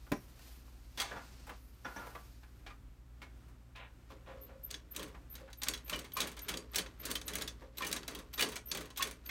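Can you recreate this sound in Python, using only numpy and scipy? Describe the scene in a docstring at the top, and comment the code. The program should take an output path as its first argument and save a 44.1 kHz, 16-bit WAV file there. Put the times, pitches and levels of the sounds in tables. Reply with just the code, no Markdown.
"""In a small workshop a clutch motor idles under a leather sewing machine while hands settle a boot on its arm.
Impacts are noise bursts with damped rings: boot, hands and pedal knock, the presser foot drops, then cams, needle
bar and shuttle clack. The slipping clutch squeals on two beating tones, tight thread creaks through the modes of
the iron arm, and the turning shaft rattles as dense ticks while the table drums. Leather rustles as shaped noise,
the motor hums as wavering sines, and sparse reflections answer the impacts, creaks and squeals."""
import sys
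import numpy as np
from scipy import signal
from scipy.fft import rfft, irfft
from scipy.io import wavfile
from scipy.ndimage import uniform_filter1d

SR = 44100
rng = np.random.default_rng(int(sys.argv[2]) if len(sys.argv) > 2 else 0)


def unload_wav(signal):
    """Save mono or channel-first audio to the path in sys.argv[1] as 16-bit WAV at rate SR, clipped to [-1, 1]."""
    wavfile.write(
        sys.argv[1],
        SR,
        np.round(np.clip(np.atleast_2d(signal).T, -1, 1) * 32767).astype(np.int16),
    )


N = 410130  # samples

# Levels in the tables are relative where a function or the mix applies a further gain.
# Air of the room. Each row: frequency in Hz, relative spectrum level in dB per Hz.
AIR_SPECTRUM = [(24, -23), (40, 0), (71, -4.5), (207, -16.5), (273, -14), (461, -25.5), (1050, -29),
                (1350, -27.5), (1640, -31), (3740, -38), (4800, -40), (8730, -42), (10400, -48),
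                (12700, -42), (15500, -50)]
AIR_DB = -60
# Hum lines of the idling motor. Each row: frequency in Hz, level in dB.
MOTOR_LINES = [(59.2, -57.5), (118.4, -68), (258.4, -77.5), (527.6, -88.5)]
DRONE_HZ, DRONE_DB, DRONE_DRIFT_HZ = 47.6, -65.5, 3  # a low wavering drone; rms drift
# Sleeves and hands sliding over leather. Each row: time in seconds, rustle level in dB, fine hiss level in dB.
RUBBING = [(0, -71.5, -82), (.2, -70, -74), (.375, -69.5, -79), (.4, -64, -75), (.48, -62.5, -70),
           (.57, -67, -73.5), (.63, -72.5, -81.5), (.9, -71, -81), (1.18, -63, -76.5), (1.55, -66.5, -82),
           (1.63, -74, -75.5), (1.8, -74.5, -83), (1.9, -65, -73), (2.1, -64.5, -72), (2.42, -73, -83),
           (3.2, -97, -100)]
# Rustle of leather. Each row: frequency in Hz, relative spectrum level in dB per Hz.
RUSTLE_SPECTRUM = [(710, -1.5), (1200, -3.5), (1750, -3.5), (2130, -3.5), (2680, -2), (3290, -4.5),
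                   (4640, -1.5), (8500, -8.5), (11000, -24), (18700, -120)]
# Fine hiss of leather. Each row: frequency in Hz, relative spectrum level in dB per Hz.
HISS_SPECTRUM = [(4410, -34), (7500, -47), (9290, -11.5), (10500, -19.5), (12500, -9.5), (13700, -18),
                 (15100, -12), (15600, -36.5)]

# Dragging of the boot or pedal chain. Each row: top in seconds, hold in seconds, level in dB.
DRAGS = [(3.754, 0.084, -55), (4.263, 0.052, -62)]
# Scrape of the drag. Each row: frequency in Hz, relative spectrum level in dB per Hz.
DRAG_SPECTRUM = [(300, -17), (450, 0), (900, 1.5), (1500, -0.5), (2500, 2), (3900, -6.5), (4600, -27),
                 (9000, -54)]
CATCH, LET_GO = 4500, 280  # rise and fall of a drag, dB per s

# Two contacts of a heavy thud on the wooden table.
# Each row: start in seconds, level in dB, share of the free ring time.
THUDS = [(.1165, -34.5, 0.97), (.1235, -24, 0.46)]
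# Modes of the table. Each row: frequency in Hz, relative level in dB, free t60 in seconds.
TABLE_MODES = [(196, -11, 0.22), (274, 11.5, 0.03), (397, 0.5, 0.049), (577, 5.5, 0.032), (860, -20, 0.034)]
# Pressing the pedal sets its rod humming. Each row: start in seconds, level in dB, share of the free ring time.
PEDAL_PRESSES = [(4.104, -54.5, 0.6), (4.268, -50.5, 1), (4.487, -53.5, 0.87), (5.031, -56.5, 0.97),
                 (5.397, -53, 0.73), (7.619, -52.5, 0.47)]
# Modes of the pedal rod. Each row: frequency in Hz, relative level in dB, free t60 in seconds.
ROD_MODES = [(420, -12, 0.51), (534, -3, 0.69)]
# The boot knocks the steel bed. Each row: start in seconds, level in dB, share of the free ring time.
BED_HITS = [(1.1123, -47, 0.8), (1.156, -45.5, 0.63), (1.846, -41.5, 1), (1.8846, -53, 1),
            (1.9599, -44, 0.68), (1.9959, -51, 0.62), (2.0682, -59, 0.71)]
# Modes of the steel bed. 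Each row: frequency in Hz, relative level in dB, free t60 in seconds.
BED_MODES = [(920, -6, 0.15), (1420, -5.5, 0.49), (1460, -9, 0.22), (1700, -6.5, 0.19), (2310, -18, 0.097),
             (2480, -9, 0.075), (3460, -16, 0.19)]
# A small loose steel part is jolted. Each row: start in seconds, level in dB, share of the free ring time.
PINGS = [(0.126, -50, 0.42), (1.8464, -52, 0.17), (1.9612, -51, 0.15), (4.74, -61, 0.4), (8.6832, -55, 0.4)]
# Modes of that loose part. Each row: frequency in Hz, relative level in dB, free t60 in seconds.
PIN_MODES = [(5600, -2, 0.67), (5720, -4, 0.27), (6130, -5, 0.41)]
# Knocks of boot, hands and pedal. Each row: start in seconds, level in dB, thump in dB relative to it,
# tick in dB relative to it, main ring in Hz, t60 in seconds.
KNOCKS = [(0.0662, -49.5, -3, -16, 1370, 0.056), (0.1182, -26.5, -3, -2, 1664, 0.05),
          (0.392, -52.5, -15, 5, 1520, 0.052), (0.6784, -53.5, -16, -12, 1050, 0.051),
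          (1.0005, -38, -35, -18, 1181, 0.27), (1.1095, -49, 7.5, -16, 1610, 0.23),
          (1.1551, -47.5, 6, -22, 940, 0.17), (1.4679, -50.5, 2.5, 5, 920, 0.13),
          (1.4922, -37, -6.5, -7, 1150, 0.12), (1.8469, -45.5, 4.5, -15, 1350, 0.2),
          (1.96, -43.5, 2, -6, 933, 0.21), (1.9976, -52.5, 3.5, -49, 1334, 0.49),
          (2.0681, -37.5, -13, -7, 950, 0.055), (2.15, -39, -9, -11, 1233, 0.12),
          (2.4315, -49.5, -20, -10, 1690, 0.08), (2.6628, -43.5, -22, -13, 2396, 0.16),
          (2.664, -46.5, -13, -19, 815, 0.084), (2.699, -48, -26, -22, 2450, 0.096),
          (2.704, -50.5, -20, -24, 1215, 0.16), (3.2173, -43, -9, -7, 2230, 0.14),
          (3.4826, -60.5, -21, 3, 1240, 0.16), (3.757, -48, -16, -9, 2550, 0.18),
          (4.1036, -47.5, -25, -7, 1142, 0.11), (4.2687, -54.5, 5, -28, 1415, 0.27),
          (4.487, -61.5, 5.5, -20, 1500, 0.22), (5.1434, -50.5, 5.5, -21, 1495, 0.072),
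          (5.3983, -54.5, -10, 0, 926, 0.13), (5.4767, -51, -1, -17, 1450, 0.1),
          (7.6183, -46.5, -5, -12, 940, 0.079)]

# Surges of the shaft. Each row: top in seconds, hold in seconds, gear rattle level in dB,
# table drumming in dB relative to the rattle.
SURGES = [(4.114, .01, -57.5, 4.5), (4.313, 0.18, -67, 8), (4.717, .02, -53, 0), (4.971, 0.06, -48, 5),
          (5.352, 0.061, -58, 1), (5.676, .01, -40.5, -2.5), (5.927, 0.011, -39.5, 1),
          (6.192, .05, -42.5, 0.5), (6.393, 0.035, -61.5, -6), (6.493, 0.057, -44.5, 3.5),
          (6.774, 0.0052, -40, 0.5), (7.053, 0.056, -43, 2), (7.297, .13, -46, 2.5), (7.612, .03, -61.5, 5),
          (7.811, .15, -44.5, 2), (8.102, 0.086, -51.5, 5.5), (8.402, 0.066, -43, 4),
          (8.723, 0.089, -46.5, 2.5), (9.03, 0.025, -42, -1.5), (9.265, .03, -57, -2)]
SPIN_UP, RUN_DOWN = 406, 175  # rise and fall of the rattle, dB per s
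DRUM_LAG_S, DRUM_UP, DRUM_DOWN = 0.015, 370, 151  # the table follows late: s, dB per s, dB per s
# Rattle of teeth and links. Each row: frequency in Hz, relative spectrum level in dB per Hz.
RATTLE_SPECTRUM = [(350, -16), (600, 11), (844, -15), (1060, 4), (1340, 7), (3480, 2), (5030, -2),
                   (8110, -9.5), (10100, -17), (12700, -8), (15600, -49)]
# Drumming of the table. Each row: frequency in Hz, relative spectrum level in dB per Hz.
DRUMMING_SPECTRUM = [(76, -42), (130, -6.5), (205, -6), (237, 1), (346, -3.5), (424, 4), (837, -22),
                     (900, -5.5), (1170, 0), (1980, -120)]
# Resonances of the stand under the table. Each row: frequency in Hz, width in Hz, relative level in dB.
STAND_MODES = [(182, 16.4, 10), (254, 32, -3.5), (298, 57, 2.5), (417, 32, -5), (528.5, 16, 2.5),
               (608, 180, -5)]

# Creaks as the thread pulls tight. Each row: start in seconds, level in dB, time to half the climb in seconds.
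CREAKS = [(5.919, -45.5, .022), (6.163, -42, 0.026), (7.805, -39, 0.027), (8.375, -44, .014),
          (8.993, -40.5, 0.034)]
CREAK_S, CREAK_HZ, CREAK_HOLD_S, CREAK_FADE = 0.085, (1110, 3060), 0.027, 830  # last: dB per s
CREAK_TONE = 1.04  # amplitude of the gliding tone; the rasp noise beside it is evened to rms 1
# Resonances of the iron arm. Each row: frequency in Hz, width in Hz, relative level in dB.
ARM_MODES = [(1090, 22, 9), (1222, 19, 0), (1838, 49, 1), (2384, 24, 10), (2926, 44, 11), (3270, 48, -10)]

# Squeals of the slipping clutch. Each row: top in seconds, hold in seconds, level in dB,
# pitch in Hz above the usual, upper tone in dB relative to the level.
SQUEALS = [(4.417, 0.032, -59.5, 20, 5), (4.64, .016, -43, -150, -23), (4.916, 0.0074, -51.5, 7, 6),
           (5.304, 0.035, -53, 5, -6), (5.579, 0.016, -55, 40, -10), (5.848, 0.055, -57, 12, -6),
           (6.137, .006, -43, -53, -20), (6.422, 0.019, -48, -3, -12), (6.718, .004, -59, -20, -20),
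           (6.998, 0.021, -50, -18, -20), (7.262, .018, -50.5, -16, -20), (7.778, .004, -45, -70, -22),
           (8.337, .02, -48.5, -42, -20), (8.662, 0.038, -49, 5, -20), (8.977, .004, -45, -120, -22),
           (9.259, 0.019, -50, 10, -18)]
SQUEAL_HZ, UPPER_HZ = 13120, 13410
GRIP, SLACK, UPPER_SLACK = 3000, 770, 700  # rise, fall and extra fall of the upper tone, dB per s
PULL = 4  # Hz of pitch still missing for each dB of the rise

# Clacks of the machine: the presser foot drops, then cams, needle bar and shuttle clack.
# Each row: start in seconds, level in dB, tick in dB relative to it, main ring in Hz, t60 in seconds.
CLACKS = [(.9737, -39.5, -13, 3490, 0.37), (.9994, -22, -17, 3310, .11), (1.0166, -22.5, -15, 2310, 0.051),
          (4.7049, -34, -20, 4900, 0.041), (4.711, -25.5, -12.5, 4500, 0.02),
          (4.7412, -27.5, -24, 3520, 0.045), (4.9467, -44.5, -12, 2400, 0.069),
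          (4.9626, -30.5, -5.5, 3900, .047), (4.9936, -37, -12, 3240, 0.081), (5.0285, -40, -7, 3210, .083),
          (5.0794, -60, -1, 4530, 0.093), (5.353, -40.5, -9, 4090, 0.058), (5.5008, -52, -19, 2060, 0.18),
          (5.5298, -35.5, -17, 3840, 0.032), (5.6174, -31, -15, 4090, 0.054),
          (5.633, -25, -8.5, 4160, 0.048), (5.669, -28, -28, 2200, 0.044), (5.6844, -17, -9, 3800, 0.03),
          (5.7357, -26, -18, 3300, .07), (5.7743, -40, -15, 3930, 0.068), (5.88, -40, -11, 2340, 0.029),
          (5.8965, -26.5, -10, 2500, 0.049), (5.9318, -21.5, -48, 3050, .052),
          (5.9595, -38.5, -7, 3340, 0.057), (5.9904, -34, -8, 3270, 0.056), (6.0435, -43, -14, 2230, 0.098),
          (6.1195, -39, -18, 3170, 0.032), (6.1575, -41, -18, 4600, .042),
          (6.1684, -27.5, -11.5, 2440, 0.11), (6.2032, -20.5, -12, 3680, 0.07),
          (6.2144, -24, -15, 3390, 0.063), (6.2717, -36.5, -7, 2350, 0.095), (6.316, -42.5, -9, 2260, 0.08),
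          (6.3664, -44, -11, 3020, 0.11), (6.3915, -34.5, -8, 4000, 0.032), (6.483, -29, -13, 2340, 0.13),
          (6.4886, -26.5, -11, 3360, 0.073), (6.5388, -31, -16, 3300, 0.036),
          (6.572, -27.5, -13.5, 4700, 0.037), (6.7338, -44, -11, 2800, .082),
          (6.7456, -27.5, -15, 2130, 0.071), (6.758, -21.5, -7.5, 5560, 0.058),
          (6.783, -18.5, -14, 3240, 0.065), (6.8153, -36, -31, 4530, .047), (6.8603, -37, -30, 2530, 0.038),
          (6.999, -44.5, -20, 2200, 0.027), (7.0352, -52, -12, 2574, .041),
          (7.0537, -36.5, -0.5, 4780, 0.074), (7.0797, -41, -14, 2010, .036),
          (7.103, -34.5, -8, 3520, 0.11), (7.1137, -22.5, -8.5, 4460, .031),
          (7.1536, -23, -14, 3120, 0.067), (7.214, -31.5, -15, 3930, 0.03),
          (7.2799, -30.5, -6.5, 3870, 0.066), (7.3348, -30.5, -11, 3390, 0.041),
          (7.3541, -25.5, -5.5, 2320, 0.039), (7.3842, -33, -10, 4030, 0.037),
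          (7.411, -30, -14, 3450, 0.052), (7.4209, -26, -8.5, 3890, 0.031),
          (7.4758, -27.5, -19, 3650, 0.077), (7.771, -39, -13, 3980, 0.046),
          (7.7824, -27, -10.5, 4000, 0.025), (7.8197, -28.5, -20, 2470, .099),
          (7.8471, -32, -10, 2500, 0.061), (7.8674, -43, 5, 2260, 0.11), (7.9139, -27, -12, 3700, 0.039),
          (7.9274, -16.5, -10.5, 4100, 0.026), (7.9627, -27, -14, 3520, 0.058),
          (8.0308, -35, -18, 3830, 0.02), (8.079, -31, -8.5, 3940, 0.046), (8.1094, -41, -12, 1970, 0.059),
          (8.1489, -31.5, -12.5, 3250, 0.053), (8.1881, -41.5, -9.5, 3680, 0.07),
          (8.33, -44, -12, 2220, 0.044), (8.3372, -31.5, -12, 3780, 0.036),
          (8.3772, -33.5, -15, 3970, 0.22), (8.3938, -21.5, -16, 2460, 0.095),
          (8.4082, -19, -10.5, 2720, 0.06), (8.4235, -16.5, -14, 2930, 0.072),
          (8.4596, -33, -22, 3280, 0.045), (8.4876, -41, -5, 4680, 0.096), (8.5185, -38, -11.5, 2030, 0.12),
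          (8.5567, -31.5, -11, 2230, 0.09), (8.5639, -26.5, -18, 4340, 0.03),
          (8.714, -21, -18, 4650, 0.048), (8.7486, -29.5, -10, 2520, 0.052),
          (8.7726, -32.5, -9, 3330, .059), (8.8074, -41.5, -7, 2310, 0.096), (8.856, -41, -12, 2010, 0.051),
          (8.903, -42, -11, 3150, 0.033), (8.961, -39, -16, 3220, 0.051), (8.973, -30.5, -10.5, 3870, 0.12),
          (9.004, -29.5, -40, 2810, 0.14), (9.0242, -18.5, -10.5, 3410, 0.054),
          (9.0717, -36, -9, 2460, 0.073), (9.1109, -39, -5, 2300, 0.05), (9.2623, -35, -22, 4560, 0.018),
          (9.2914, -29, -20.5, 2140, 0.15)]
CLACK_THUMP_DB, USUAL_DB = -13, -33.5  # relative thump of a usual clack; level of a usual clack
THUMP_LAG, SCATTER_DB = 0.34, 5  # share of extra strength that the thump does not follow; rms chance
# Resonances of the machine head. Each row: frequency in Hz, width in Hz, relative level in dB.
HEAD_MODES = [(3440, 190, 3), (3930, 110, 4.5), (4520, 57, 8.5), (5620, 190, -1.5), (6210, 180, 6),
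              (6680, 180, 2), (8120, 390, 4), (9060, 110, 2)]

EDGE_HZ = 16000  # upper band limit


def gain_of(db):
    """Decibel law: 20 dB is a factor of ten in amplitude."""
    return 10 ** (np.asarray(db) / 20)


def evened(x):
    """Normalisation to an rms of 1."""
    return x / np.sqrt(np.mean(x ** 2) + 1e-20)


def curve(rows):
    """Linear interpolation of a table's columns at every sample."""
    s, *columns = np.transpose(rows)
    return [np.interp(np.arange(N) / SR, s, c) for c in columns]


def add(mix, s, sound):
    """Superposition of a sound that starts at s seconds."""
    part = mix[round(s * SR):][:len(sound)]
    part += sound[:len(part)]


def swell(t, hold_s, up, down):
    """Exponential growth and decay: dB below the top, rising towards t = 0, held, then falling steadily."""
    return np.minimum(up * t, 0) - down * np.maximum(t - hold_s, 0)


def wander(per_s):
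    """Slow random modulation of rms 1: noise averaged twice over 1 / per_s seconds."""
    length = int(SR / per_s)
    return evened(uniform_filter1d(uniform_filter1d(rng.standard_normal(N), length), length))


def coloured(x, points):
    """Spectral shaping: weights x by a table's spectrum, then normalises it."""
    f, db = np.transpose(points)
    hz = np.fft.rfftfreq(len(x), 1 / SR)
    weight_db = np.interp(np.log(hz + 1), np.log(f + 1), db)
    return evened(irfft(rfft(x) * gain_of(weight_db), len(x)))


def band(x, lo_hz, hi_hz):
    """Band-pass filtering between two frequencies."""
    edges = [lo_hz, min(hi_hz, SR / 2.1)]
    return signal.sosfilt(signal.butter(2, edges, "band", fs=SR, output="sos"), x)


def resonate(x, hz, width):
    """Simple resonance: one damped mode with a peak gain near 1."""
    r = np.exp(-np.pi * width / SR)
    return 2 * signal.lfilter([1 - r], [1, -r * np.exp(2j * np.pi * hz / SR)], x).real


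def body(x, modes, direct, lift_db):
    """Forced vibration: a solid part lends its resonances to whatever shakes it."""
    return direct * x + sum(gain_of(db + lift_db) * resonate(x, hz, width) for hz, width, db in modes)


def sweep(x, hz, width):
    """Heterodyne filtering: shifts the curve hz down to zero, smooths, and shifts back."""
    turn = np.exp(2j * np.pi * np.cumsum(hz) / SR)
    smooth = signal.butter(2, width / 2, fs=SR, output="sos")
    return (turn * signal.sosfilt(smooth, x / turn)).real


def struck(hits, modes, spread_db, rise_s, rough):
    """Modal free vibration: each hit shares out the same modes anew; loose contact makes them flutter."""
    out, t = np.zeros(N), np.arange(SR // 2) / SR
    hz, mode_db, t60 = np.transpose(modes)[:, :, None]
    for s, db, free in hits:
        share_db = spread_db * rng.standard_normal((len(modes), 1))
        flutter = 1 + rough * evened(uniform_filter1d(rng.standard_normal((len(modes), len(t))), 400))
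        decay = gain_of(mode_db + share_db - 60 * t / (free * t60))
        ring = (decay * flutter * np.sin(2 * np.pi * hz * t)).sum(0)
        add(out, s, gain_of(db) * ring * (1 - np.exp(-t / rise_s)))
    return out


def blows(rows, below, above, thump_hz, tick_hz, thump_db, tick_db, ring_db, rise_s, snap):
    """Impact: a short noise crack around a damped ring, a slower thump in the table and a quick tick."""
    out, t = np.zeros(N), np.arange(SR // 7) / SR
    contact = 1 + snap * np.exp(-t / 0.0002)  # the first touch is sharper than the rest
    for s, db, low_db, high_db, hz, t60 in rows:
        crack_noise, thump_noise, tick_noise = rng.standard_normal((3, len(t)))
        crack = evened(band(crack_noise, below * hz, above * hz))
        thump = gain_of(low_db + thump_db) * evened(band(thump_noise, 134, thump_hz))
        thump = thump * (1 - np.exp(-t / 0.0041))
        tick = gain_of(high_db + tick_db) * evened(band(tick_noise, tick_hz, SR))
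        partner_hz = hz * rng.uniform(0.92, 1.05)
        pair = np.sin(2 * np.pi * hz * t) + 1.4 * np.sin(2 * np.pi * partner_hz * t)
        # Blunt blows, with little tick, ring the most and build up more slowly.
        ring = gain_of(ring_db - 0.19 * high_db) * pair * (1 - np.exp(-t / 0.0014))
        rise = 1 - np.exp(-t / (rise_s * gain_of(-0.6 * high_db)))
        # The tick dies faster and the thump slower than the row's t60.
        sound = (contact * crack + ring) * gain_of(-60 * t / t60)
        sound = sound + contact * tick * gain_of(-80 * t / t60) + thump * gain_of(-40 * t / t60)
        add(out, s, gain_of(db) * sound * rise)
    return out


def workshop():
    """Stationary broadband noise: the air of the room, its level wandering slightly."""
    return gain_of(AIR_DB + 1.5 * wander(5.7)) * coloured(rng.standard_normal(N), AIR_SPECTRUM)


def motor():
    """Line spectrum: hum tones with weak amplitude and phase modulation, and a frequency-modulated drone."""
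    t = np.arange(N) / SR
    hum = np.zeros(N)
    for hz, db in MOTOR_LINES:
        hum += gain_of(db + 1.2 * wander(4)) * np.sin(2 * np.pi * hz * t + 0.28 * wander(2.3))
    drone_hz = DRONE_HZ + DRONE_DRIFT_HZ * wander(1.484)
    drone_phase = 2 * np.pi * np.cumsum(drone_hz) / SR + 2.0 * wander(2.65)
    drone = gain_of(DRONE_DB + 3.6 * wander(6.7)) * np.sin(drone_phase)
    return np.sqrt(2) * (hum + drone)  # levels are rms


def rubbing():
    """Friction noise: a soft rustle and a finer hiss share a slightly grainy level."""
    rustle_db, hiss_db = curve(RUBBING)
    rustle = gain_of(rustle_db + 1.0) * coloured(rng.standard_normal(N), RUSTLE_SPECTRUM)
    hiss = gain_of(hiss_db + 5.0) * coloured(rng.standard_normal(N), HISS_SPECTRUM)
    t = np.arange(N) / SR
    return gain_of(1.1 * wander(59)) * (rustle + hiss) * (t < RUBBING[-1][0])


def dragging():
    """Stick-slip friction: quick uneven slips make a grainy scrape."""
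    out, t = np.zeros(N), np.arange(-0.02, 0.25, 1 / SR)
    for s, hold, db in DRAGS:
        strong = rng.random(len(t)) < 1200 / SR  # 1200 strong slips per s on average
        slips = rng.standard_normal(len(t)) * (0.27 + strong * 1.8)
        scrape = coloured(slips, DRAG_SPECTRUM)
        add(out, s + t[0], gain_of(db + swell(t, hold, CATCH, LET_GO)) * scrape)
    return out


def table_thuds():
    """Damped plate modes: a heavy thud rings the wooden table briefly."""
    return struck(THUDS, TABLE_MODES, spread_db=0.5, rise_s=0.0018, rough=0.1)


def pedal_rod():
    """Free vibration of a rod: pressing the pedal leaves two fluttering tones."""
    return struck(PEDAL_PRESSES, ROD_MODES, spread_db=1.3, rise_s=0.0096, rough=0.93)


def steel_bed():
    """Modal ringing of a steel bed knocked by the boot."""
    return struck(BED_HITS, BED_MODES, spread_db=1.5, rise_s=0.003, rough=0.7)


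def loose_part():
    """Modal ringing of a small steel part: its few high modes ping."""
    return struck(PINGS, PIN_MODES, spread_db=1.5, rise_s=0.003, rough=0.5)


def knocks():
    """Blunt impacts: boot, hands and pedal excite low rings and a thump."""
    return blows(KNOCKS, 0.38, 1.51, 1530, 2800, thump_db=3.0, tick_db=-5.0, ring_db=-6.5,
                 rise_s=0.00061, snap=0.4)


def shaft_turning():
    """Dense random impacts: loose teeth and links tick while the shaft turns, and the table drums along."""
    coarse_t = np.arange(0, N, 64) / SR
    spin, shake = np.zeros((2, len(coarse_t)))
    for s, hold, db, drum_db in SURGES:
        spin += gain_of(db + swell(coarse_t - s, hold, SPIN_UP, RUN_DOWN))
        shake += gain_of(db + drum_db + swell(coarse_t - s - DRUM_LAG_S, hold, DRUM_UP, DRUM_DOWN))
    spin, shake = (np.interp(np.arange(N) / SR, coarse_t, v) for v in (spin, shake))
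    strength = gain_of(2.3 * np.minimum(rng.exponential(1, N), 5))
    ticks = strength * (rng.random(N) < 1500 / SR)  # 1500 ticks per s on average
    decay = gain_of(-60 * np.arange(2000) / SR / 0.014)
    envelope = np.sqrt(signal.oaconvolve(ticks ** 2, decay ** 2)[:N] + 1e-9)  # tick energies add
    rattle = coloured(envelope * rng.standard_normal(N), RATTLE_SPECTRUM)
    rumble = coloured(rng.standard_normal(N), DRUMMING_SPECTRUM)
    drumming = evened(body(rumble, STAND_MODES, 0.28, lift_db=-4.0))
    return gain_of(-5.0) * spin * rattle + gain_of(-6.5) * shake * drumming


def thread_creaks():
    """Swept excitation: a rasp that climbs in pitch wakes the modes of the arm one after another."""
    out, t = np.zeros(N), np.arange(0, CREAK_S, 1 / SR)
    for s, db, half_s in CREAKS:
        u = (t / half_s) ** 3
        hz = CREAK_HZ[0] + (CREAK_HZ[1] - CREAK_HZ[0]) * u / (1 + u)
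        rasp = evened(sweep(rng.standard_normal(len(t)), hz, width=500))
        rasp = rasp + CREAK_TONE * np.sin(2 * np.pi * np.cumsum(hz) / SR)
        level = gain_of(db + swell(t, CREAK_HOLD_S, 0, CREAK_FADE))
        rasp = level * rasp * signal.windows.tukey(len(t), 0.1)
        rasp = np.pad(rasp, (0, SR // 8))  # room for the arm to ring on
        add(out, s, body(rasp, ARM_MODES, 0.12, lift_db=4.0))
    return out


def clutch_squeals():
    """Beating: the slipping clutch sings on two close fuzzy tones, with a briefer upper tone."""
    out, t = np.zeros(N), np.arange(-0.03, 0.12, 1 / SR)
    for s, hold, db, above_hz, upper_db in SQUEALS:
        pitch = SQUEAL_HZ + above_hz + PULL * swell(t, hold, GRIP, 0)
        turns = np.cumsum(pitch) / SR
        beat = 1 + 0.81 * np.exp(2j * np.pi * (70 * t + rng.random()))  # second tone 70 Hz higher
        fuzz, fuzz_up = uniform_filter1d(rng.standard_normal((2, len(t), 2)), 150, 1) @ [1, 1j]
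        tone = evened(((beat + 2.7 * fuzz) * np.exp(2j * np.pi * turns)).real)
        upper = evened(((1 + 4 * fuzz_up) * np.exp(2j * np.pi * UPPER_HZ * t)).real)
        upper = gain_of(upper_db + swell(t, hold, 0, UPPER_SLACK)) * upper
        add(out, s + t[0], gain_of(db + swell(t, hold, GRIP, SLACK)) * (tone + upper))
    return out


def voiced(rows):
    """Nonlinear impact: harder clacks gain mostly crack and ring; the table thump lags behind and scatters."""
    s, db, tick_db, hz, t60 = np.transpose(rows)
    thump_db = CLACK_THUMP_DB - THUMP_LAG * (db - USUAL_DB) + SCATTER_DB * rng.standard_normal(len(s))
    return zip(s, db, thump_db, tick_db, hz, t60)


def machine_clacks():
    """Hard impacts through a resonant body: presser foot, then cams, needle bar and shuttle shake the head."""
    clacks = blows(voiced(CLACKS), 0.44, 1.605, 3500, 2900, thump_db=12.0, tick_db=13.5, ring_db=-7,
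                   rise_s=0.00017, snap=0.48)
    return body(clacks, HEAD_MODES, 0.69, lift_db=-6.0)


def room(x):
    """Reverberation: sparse reflections whose treble dies sooner than the bass."""
    t = np.arange(SR // 2) / SR
    taps = rng.choice([-1., 1.], len(t)) * (rng.random(len(t)) < 0.1) * (t > 0.004)
    tail = band(taps, 67, 4140) * gain_of(-60 * t / 0.17)
    tail = tail + band(taps, 3270, 10900) * gain_of(-60 * t / 0.15)
    return signal.oaconvolve(x, tail / np.linalg.norm(tail))[:N]


def scene():
    """Superposition: background, shaft and near sources, with reflections of the near sources only."""
    background = workshop() + motor() + rubbing()
    near = dragging() + table_thuds() + pedal_rod() + steel_bed() + loose_part()
    near = near + gain_of(-6) * knocks() + thread_creaks() + clutch_squeals()
    near = near + gain_of(-11.0) * machine_clacks()
    return (background + shaft_turning() + near + gain_of(-9.5) * room(near))[None]


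def record(dry):
    """Band limitation: the small microphone loses the deepest bass, then a low-pass cuts the top."""
    thin = signal.sosfilt(signal.butter(3, 27, "high", fs=SR, output="sos"), dry)
    low_pass = signal.firwin(511, EDGE_HZ, window=("kaiser", 9), fs=SR)
    return signal.oaconvolve(thin, low_pass[None], "same")


dry = scene()
out = record(dry)
unload_wav(out)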